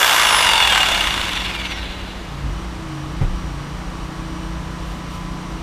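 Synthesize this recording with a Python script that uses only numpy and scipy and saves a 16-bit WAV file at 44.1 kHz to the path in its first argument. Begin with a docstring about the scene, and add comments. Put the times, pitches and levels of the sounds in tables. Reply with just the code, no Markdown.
"""A jigsaw, switched off, coasts to rest in a garage. Friction slows its crank: the plunger clacks at both
ends of each stroke, and the gears rattle and whine ever lower and softer, exciting the casing's modes.
A distant engine hums, takes up a load, hunts and settles, over the room's rumble and rush of air.
The wooden bench that carries the microphone takes one dull bump, and hands brush the saw's grip.
Gain control holds down the saw's first second."""
import sys
import numpy as np
from scipy import signal
from scipy.fft import rfft, irfft, next_fast_len
from scipy.io import wavfile
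from scipy.ndimage import uniform_filter1d, map_coordinates

SR = 44100
rng = np.random.default_rng(int(sys.argv[2]) if len(sys.argv) > 2 else 0)


def output_pcm(signal):
    """Save a mono or channel-first signal as 16-bit PCM at the path in sys.argv[1].

    Samples are clipped to [-1, 1] before scaling.
    """
    pcm = np.clip(np.atleast_2d(signal).T, -1, 1) * 32767
    wavfile.write(sys.argv[1], SR, np.round(pcm).astype(np.int16))


N = 248096
TIME_S = np.arange(N) / SR


def amp(db):
    """Decibels to amplitude ratio."""
    return 10 ** (np.asarray(db) / 20)

def unit(x):
    """Normalisation to rms 1."""
    return x / np.sqrt(np.mean(x ** 2) + 1e-20)

def along(points, hz):
    """Interpolation of (frequency_hz, value) points on a log frequency axis."""
    f, v = np.transpose(points)
    return np.interp(np.log(hz + 1), np.log(f + 1), v)

def noise():
    """White noise of rms 1."""
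    return rng.standard_normal(N)

def wobble(rate):
    """Smooth random modulation, rate knots a second."""
    return map_coordinates(rng.standard_normal(int(N * rate / SR) + 4), [TIME_S * rate])

def swells(rows):
    """Gaussian envelopes from rows of (centre_s, half_width_s, level_db)."""
    return sum(amp(db) * np.exp(-((TIME_S - centre) / width) ** 2) for centre, width, db in rows)

def onset(start_s, rise_s):
    """A raised-cosine step from 0 to 1."""
    return np.sin(np.pi / 2 * np.clip((TIME_S - start_s) / rise_s, 0, 1)) ** 2

def passing(turns):
    """The times at which a rising count passes whole numbers."""
    return (np.flatnonzero(np.diff(np.floor(turns))) + 1) / SR

def struck(times, sizes, t60):
    """Impacts as noise bursts whose energy decays exponentially."""
    blows = np.bincount(np.clip(times * SR, 0, N - 1).astype(int), sizes ** 2, N)
    retained = amp(-60 / (t60 * SR)) ** 2
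    return np.sqrt(signal.lfilter([1], [1, -retained], blows)) * noise()

def coloured(x, spectrum, modes=()):
    """A minimum-phase filter of unit power gain: resonant peaks on a broad spectrum."""
    size = 2 * next_fast_len(N // 2 + SR // 4)
    hz = np.fft.rfftfreq(size, 1 / SR)
    peaks = 1 + sum(amp(db) ** 2 / (1 + (2 * (hz - centre) / width) ** 2) for centre, width, db in modes)
    gain = unit(amp(along(spectrum, hz)) * np.sqrt(peaks))
    cepstrum = irfft(np.log(gain + 1e-6))[:size // 2]
    cepstrum[1:] *= 2
    return irfft(rfft(x, size) * np.exp(rfft(cepstrum, size)))[:N]

def narrow(x, modes):
    """Parallel resonators, each passing one narrow band."""
    return sum(amp(db) * signal.lfilter(*signal.iirpeak(hz, hz / width, SR), x)
               for hz, width, db in modes)

# The garage's reverberation time: frequency_hz, t60_s
GARAGE_DECAY = [(200, 1), (2000, 0.28), (6000, 0.99), (14000, 0.23)]
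def garage(x, wet_db):
    """Reverberation: direct sound plus decaying wall reflections, at about the same total power."""
    hz, t, spectra = signal.stft(rng.standard_normal(SR // 2), SR, nperseg=256)
    tail = signal.istft(spectra * amp(-60 * t / along(GARAGE_DECAY, hz)[:, None]), SR, nperseg=256)[1]
    echo = signal.fftconvolve(x, np.pad(tail, (SR // 200, 0)) / np.linalg.norm(tail))[:N]
    return (x + amp(wet_db) * echo) / np.hypot(1, amp(wet_db))

START_HZ, DRAG_S, FRICTION_HZ_PER_S = 31.954, 2.08, 4.8743
START_TURN, TEETH_PER_STROKE = 0.1, 41.1
def crank():
    """Viscous drag and dry friction slow the crank; gives strokes per second and strokes completed."""
    friction_hz = FRICTION_HZ_PER_S * DRAG_S
    speed = np.maximum((START_HZ + friction_hz) * np.exp(-TIME_S / DRAG_S) - friction_hz, 1e-3)
    return speed, np.cumsum(speed) / SR + START_TURN

def by_speed(speed, level_db, doubling_db):
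    """A power law: level_db at 20 strokes a second, doubling_db more with each doubling of speed."""
    return amp(level_db + doubling_db * np.log2(speed / 20))

# The clack at the bottom of the stroke: speed_hz, gain_db
BOTTOM_CLACK = [(22, 0.5), (26, -2)]
# The hardest clacks: start_s, relative_level_db
HARD_CLACKS = [(0.307, 1), (.626, -14), (0.6738, 7.5), (0.7228, 3), (0.752, -6), (.830, -2), (.8855, 6.5),
               (1.071, 3.5)]
CLACK_DB, SOFT_BELOW_HZ, SOFTEN_DB_PER_HALVING = 6, 12.6, 8
def plunger(speed, turns):
    """Impact at each reversal of the plunger; slow strokes land softly."""
    hard_times, hard_db = np.transpose(HARD_CLACKS)
    hard = struck(hard_times, amp(hard_db + 3), t60=0.014)
    bottom = amp(np.interp(speed, *np.transpose(BOTTOM_CLACK)))
    clacks = np.zeros(N)
    for offset, gain in ((0, 0.83), (0.5, bottom)):
        times = passing(turns + offset)
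        clacks += gain * struck(times, amp(rng.normal(0, 0.42, len(times))), t60=0.02)
    softening_db = SOFTEN_DB_PER_HALVING * np.minimum(np.log2(speed / SOFT_BELOW_HZ), 0)
    return clacks * amp(CLACK_DB + softening_db) + hard

# The swing of the load on the teeth: speed_hz, depth_db
LOAD_SWING = [(5, 0.5), (8.5, 4), (17, -1.7)]
def rattle(speed, turns):
    """Tooth impacts and sliding friction, amplitude-modulated by the load twice a stroke."""
    depth_db = np.interp(speed, *np.transpose(LOAD_SWING))
    load = amp(depth_db * np.cos(4 * np.pi * (turns + 0.12)))
    times = passing(turns * TEETH_PER_STROKE)
    teeth = struck(times, amp(rng.normal(0, 3.8, len(times))), t60=0.0039)
    return load * (amp(-2.5) * teeth + amp(-4) * noise())

# Gear tones, each strongest near one crank speed: harmonic, relative_level_db, speed_hz, width_hz
MESH_TONES = [(1, -4.5, 21.5, 6), (2, -11, 19.5, 5), (3, -9, 22.5, 4), (4, -6.5, 21, 2.8), (5, -6, 24.5, 4),
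              (6, -6, 9, 2), (12, -5, 10.5, 2.5)]
def gears(speed, turns):
    """Harmonics of the tooth rate, phase-modulated as the crank hurries and lags and the teeth chatter."""
    mesh_phase = 2 * np.pi * TEETH_PER_STROKE * turns + 0.31 * np.sin(4 * np.pi * turns)
    tones = np.zeros(N)
    for harmonic, db, best_hz, width_hz in MESH_TONES:
        strength = amp(db + 2.5 * wobble(45)) * np.exp(-((speed - best_hz) / width_hz) ** 2)
        tones += strength * np.sin(harmonic * mesh_phase + 1.15 * wobble(170))
    return tones

# The gear cover's metal modes: pitch_hz, width_hz, gain_db
COVER_MODES = [(2842, 22, 0), (3516, 22, -2)]
COVER_SPEED_HZ, COVER_WIDTH_HZ = 18.7, 4.4
def cover(speed, turns):
    """Forced resonance: the rattle keeps two sharp modes ringing, most of all near one crank speed."""
    nearness = np.exp(-((speed - COVER_SPEED_HZ) / COVER_WIDTH_HZ) ** 2)
    return amp(-20 + 11.5 * nearness) * unit(narrow(rattle(speed, turns), COVER_MODES))

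# The casing's broad response in three ranges: frequency_hz, relative_gain_db
CASING_LOW = [(150, -35.5), (350, -15.5), (600, -6.5), (800, -3.5), (950, -1), (1350, -0.5), (1620, -2),
              (1900, -7.5), (3000, -66.5), (6000, -108)]
CASING_MID = [(300, -90), (1200, -56), (1850, -6), (2130, 1), (2430, 0), (2800, 2), (3100, -0.5),
              (3700, -0.5), (4050, -6), (4600, -6.5), (5400, -47), (8000, -59)]
CASING_TOP = [(1500, -91), (3500, -39.5), (4800, 1), (5400, 3.5), (6300, 1.5), (7500, -0.5), (8600, -2.5),
              (10200, -4), (11000, -7.5), (12200, -7.5), (15000, -14.5)]
# Its modes in those ranges: pitch_hz, width_hz, relative_gain_db
LOW_MODES = [(864, 30, 0), (995, 68, 0), (1534, 50, 2.9), (1670, 44, 0.28)]
MID_MODES = [(2157, 36, 3.5), (2287, 31, 1.5), (2835, 59, 6.5), (3420, 40, 7), (3520, 31, 2)]
TOP_MODES = [(7400, 350, -2.5), (9760, 500, -2.5)]
# Rubbing added on some slow strokes: centre_s, half_width_s, relative_level_db
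HARD_RUBS = [(1.37, .022, -3), (1.47, .025, -4), (1.658, 0.0093, -2), (1.724, 0.011, 0), (1.872, 0.017, -3)]
def saw():
    """Source and filter: the mechanism drives the casing, which swells as falling tones cross modes."""
    speed, turns = crank()
    drive = by_speed(speed, -13.5, doubling_db=10.46)
    clacks = garage(drive * plunger(speed, turns), wet_db=-9)
    whirr = garage(amp(-3.5) * drive * rattle(speed, turns), wet_db=-13.5)
    tones = garage(by_speed(speed, -9, doubling_db=0.5) * drive * gears(speed, turns), wet_db=-4.5)
    low_force = amp(-2) * clacks + amp(0.5) * whirr + amp(-2.5) * tones
    mid_force = clacks + whirr * (1 + swells(HARD_RUBS)) + tones
    top_force = amp(-3) * clacks + amp(1.5) * whirr + amp(1) * tones
    low = coloured(low_force * by_speed(speed, -1.8, doubling_db=2.8), CASING_LOW, LOW_MODES)
    middle = coloured(mid_force, CASING_MID, MID_MODES)
    top = coloured(top_force * by_speed(speed, -9.5, doubling_db=5), CASING_TOP, TOP_MODES)
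    return low + middle + top + drive * cover(speed, turns)

# Resonances that the whine falls through: pitch_hz, width_hz, gain_db
WHINE_MODES = [(10100, 570, 7.5), (7750, 510, -2), (6070, 210, -1)]
WHINE_CYCLES_PER_STROKE = 401.5
def whine():
    """A rotational tone: its pitch is proportional to speed, and it flickers and fades as it falls."""
    speed, turns = crank()
    flicker = 1 + np.interp(speed, [15, 27], [0.55, 0.15]) * wobble(70)
    jitter = np.interp(speed, [14, 24], [1.1, 0.1]) * wobble(220)
    phase = 2 * np.pi * WHINE_CYCLES_PER_STROKE * turns + jitter
    tone = by_speed(speed, -38.5, doubling_db=20) * flicker * np.sqrt(2) * np.sin(phase)
    return tone + narrow(tone, WHINE_MODES)

# The engine's low tones: harmonic, relative_level_db
ENGINE_TONES = [(4, -3), (5, 0), (6, 0), (7, -2), (9, -1), (10, -3), (11, -2)]
# A tone's level among the garage's standing waves: frequency_hz, level_db
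STANDING_WAVES = [(115, -50.5), (138, -30.5), (143, -31.5), (147, -38), (153, -47.5), (168, -51),
                  (176, -35), (184, -34), (205, -53), (270, -54.5), (310, -44), (337, -39.5)]
# A thin steady tone fading in: time_s, level_db
THIN_FADE = [(2.6, -58), (5.1, -43.5)]
# Swells of the highest low tone: centre_s, half_width_s, level_db
TONE_SWELLS = [(2.97, 0.15, -37.5), (4.4, 0.26, -42), (5.55, 0.15, -44)]
FREE_HZ, LOADED_HZ, THIN_HZ = 30.65, 29.36, 1009
LOAD_START_S, LOAD_RISE_S, LOAD_DB = 2.15, 0.255, 6
HUNT_START_S, HUNT_PERIOD_S, HUNT_DECAY_S, HUNT_DEPTH_HZ = 2.24, 0.61, 1.636, 1.216
def engine():
    """Load slows the engine and its governor hunts, a damped swing; harmonics cross standing waves."""
    load = onset(LOAD_START_S, LOAD_RISE_S)
    since = np.maximum(TIME_S - HUNT_START_S, 0)
    hunting = np.sin(2 * np.pi * since / HUNT_PERIOD_S) * np.exp(-(since / HUNT_DECAY_S) ** 4)
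    speed = FREE_HZ + (LOADED_HZ - FREE_HZ) * load - HUNT_DEPTH_HZ * hunting
    angle = 2 * np.pi * np.cumsum(speed) / SR
    tones = [(harmonic * angle, db + along(STANDING_WAVES, harmonic * speed) + LOAD_DB * (load - 1))
             for harmonic, db in ENGINE_TONES]
    thin_phase = 2 * np.pi * THIN_HZ * TIME_S + 0.5 * wobble(4.14)
    tones.append((thin_phase, np.interp(TIME_S, *np.transpose(THIN_FADE))))
    drone = sum(amp(db + wobble(5)) * np.sin(phase + 0.12 * wobble(14)) for phase, db in tones)
    surges = swells(TONE_SWELLS) * np.sin(ENGINE_TONES[-1][0] * angle)
    return np.sqrt(2) * (drone + surges + load * buzz(angle))

# Spectra of the room's rumble and air: frequency_hz, relative_density_db
RUMBLE_SPECTRUM = [(8, -6), (18, -16), (28, -6.5), (42, 6), (57, 9), (72, -7), (95, -0.5), (125, -9),
                   (200, -20), (270, -10), (450, -43), (2000, -100)]
AIR_SPECTRUM = [(60, -24), (200, 4), (300, 5), (400, 0.5), (600, -0.5), (850, 0), (1250, -2), (1600, -3.5),
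                (2500, -8), (4000, -11.5), (5400, -15.5), (7000, -19), (10000, -26), (15000, -35)]
# Brief swells of the rumble: centre_s, half_width_s, level_db
RUMBLE_SWELLS = [(2.49, 0.07, -28.5), (3.43, 0.12, -31.5)]
# Bands that sing in the air noise: pitch_hz, width_hz, gain_db
AIR_MODES = [(1136, 35, -5), (1150, 68, -5), (2970, 93, -0.5), (5760, 85, 4), (8480, 210, 1)]
def room():
    """Ambient noise: rumble and a rush of air, with resonances that sing once the engine is loaded."""
    rumble = unit(coloured(noise(), RUMBLE_SPECTRUM, modes=[(62, 8.7, -1.7)]))
    air_db = -34.75 - 0.5 * onset(LOAD_START_S, LOAD_RISE_S)
    air = amp(air_db) * unit(coloured(noise(), AIR_SPECTRUM))
    singing = onset(start_s=2.44, rise_s=0.05) * amp(-32 + 1.4 * wobble(9))
    bands = narrow(singing * unit(coloured(noise(), AIR_SPECTRUM)), AIR_MODES)
    return (amp(-31) + swells(RUMBLE_SWELLS)) * rumble + air + bands

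# The gears' squeal and scrape: centre_s, half_width_s, level_db
SQUEALS = [(1.72, 0.087, -41)]
SCRAPES = [(1.88, 0.3, -47.5)]
# The scrape's spectrum: frequency_hz, relative_density_db
SCRAPE_SPECTRUM = [(2500, -40), (3600, -13), (4000, 12), (4400, -11), (6000, -37), (12000, -77)]
def gear_friction():
    """Dry friction in the last turns: a squeal on a harmonic of the tooth rate, then a rough scrape."""
    _, turns = crank()
    squeal = swells(SQUEALS) * np.sin(2 * np.pi * 17 * TEETH_PER_STROKE * turns + 1.4 * wobble(400))
    scrape = swells(SCRAPES) * amp(4.1 * wobble(25.3)) * unit(coloured(noise(), SCRAPE_SPECTRUM))
    return squeal + scrape

def buzz(angle):
    """The loaded engine's faint upper harmonics, each with its own level and slow phase drift."""
    harmonics = range(22, 46)
    levels_db = rng.normal(-61.5, 5.5, len(harmonics))
    return sum(amp(db) * np.sin(k * angle + 2 * wobble(2)) for k, db in zip(harmonics, levels_db))

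# The bench's modes: pitch_hz, relative_level_db, t60_s, rise_s
BENCH_MODES = [(30.8, -0.5, 0.46, 0.031), (58, -6.5, 0.29, 0.018), (99.5, 0.5, 0.093, .003),
               (133, -1.5, 0.14, 0.0038), (172, -31, 0.051, .002)]
BUMP_S, BUMP_DB = 3.212, -6
def bench_bump():
    """Damped free vibration after a soft blow: the bench top booms briefly, then sways on its legs."""
    t = np.maximum(TIME_S - BUMP_S, 0)
    boom = sum(amp(db - 60 * t / t60) * (1 - np.exp(-t / rise)) * np.sin(2 * np.pi * hz * t)
               for hz, db, t60, rise in BENCH_MODES)
    puff = noise() * amp(-60 * t / 0.18) * (1 - np.exp(-t / 0.004))
    contact = coloured(puff, spectrum=[(100, -9), (400, -13), (1400, -21), (4000, -38), (14000, -56)])
    return amp(BUMP_DB) * (boom + amp(-14) * contact)

# Brushes as the saw changes hands: centre_s, half_width_s, level_db
BRUSHES = [(4.91, 0.081, -48), (5.15, .05, -45.5)]
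def handling():
    """Sliding friction: hands hiss faintly over the plastic grip."""
    return swells(BRUSHES) * coloured(noise(), spectrum=[(500, -16), (3000, 7), (9000, -6), (15000, -10)])

def scene():
    """Superposition of all sources at one microphone on the bench."""
    jigsaw = saw() + garage(whine() + gear_friction(), wet_db=-11)
    return (jigsaw + engine() + room() + bench_bump() + handling())[None]

HOLD_DB, HOLD_WINDOW_S, BAND_LIMIT_HZ = -13.5, 0.145, 15400
def record(dry):
    """Gain control limits the short-term power; peaks clip at full scale, and a low-pass follows."""
    power = np.abs(uniform_filter1d(dry ** 2, int(HOLD_WINDOW_S * SR), axis=1))
    held = dry / (1 + (power / amp(HOLD_DB) ** 2) ** 3) ** (1 / 6)
    size = next_fast_len(N + SR // 4)
    passband = np.fft.rfftfreq(size, 1 / SR) < BAND_LIMIT_HZ
    return irfft(rfft(np.clip(held, -1, 1), size) * passband, size)[:, :N]

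dry = scene()
out = record(dry)
output_pcm(out)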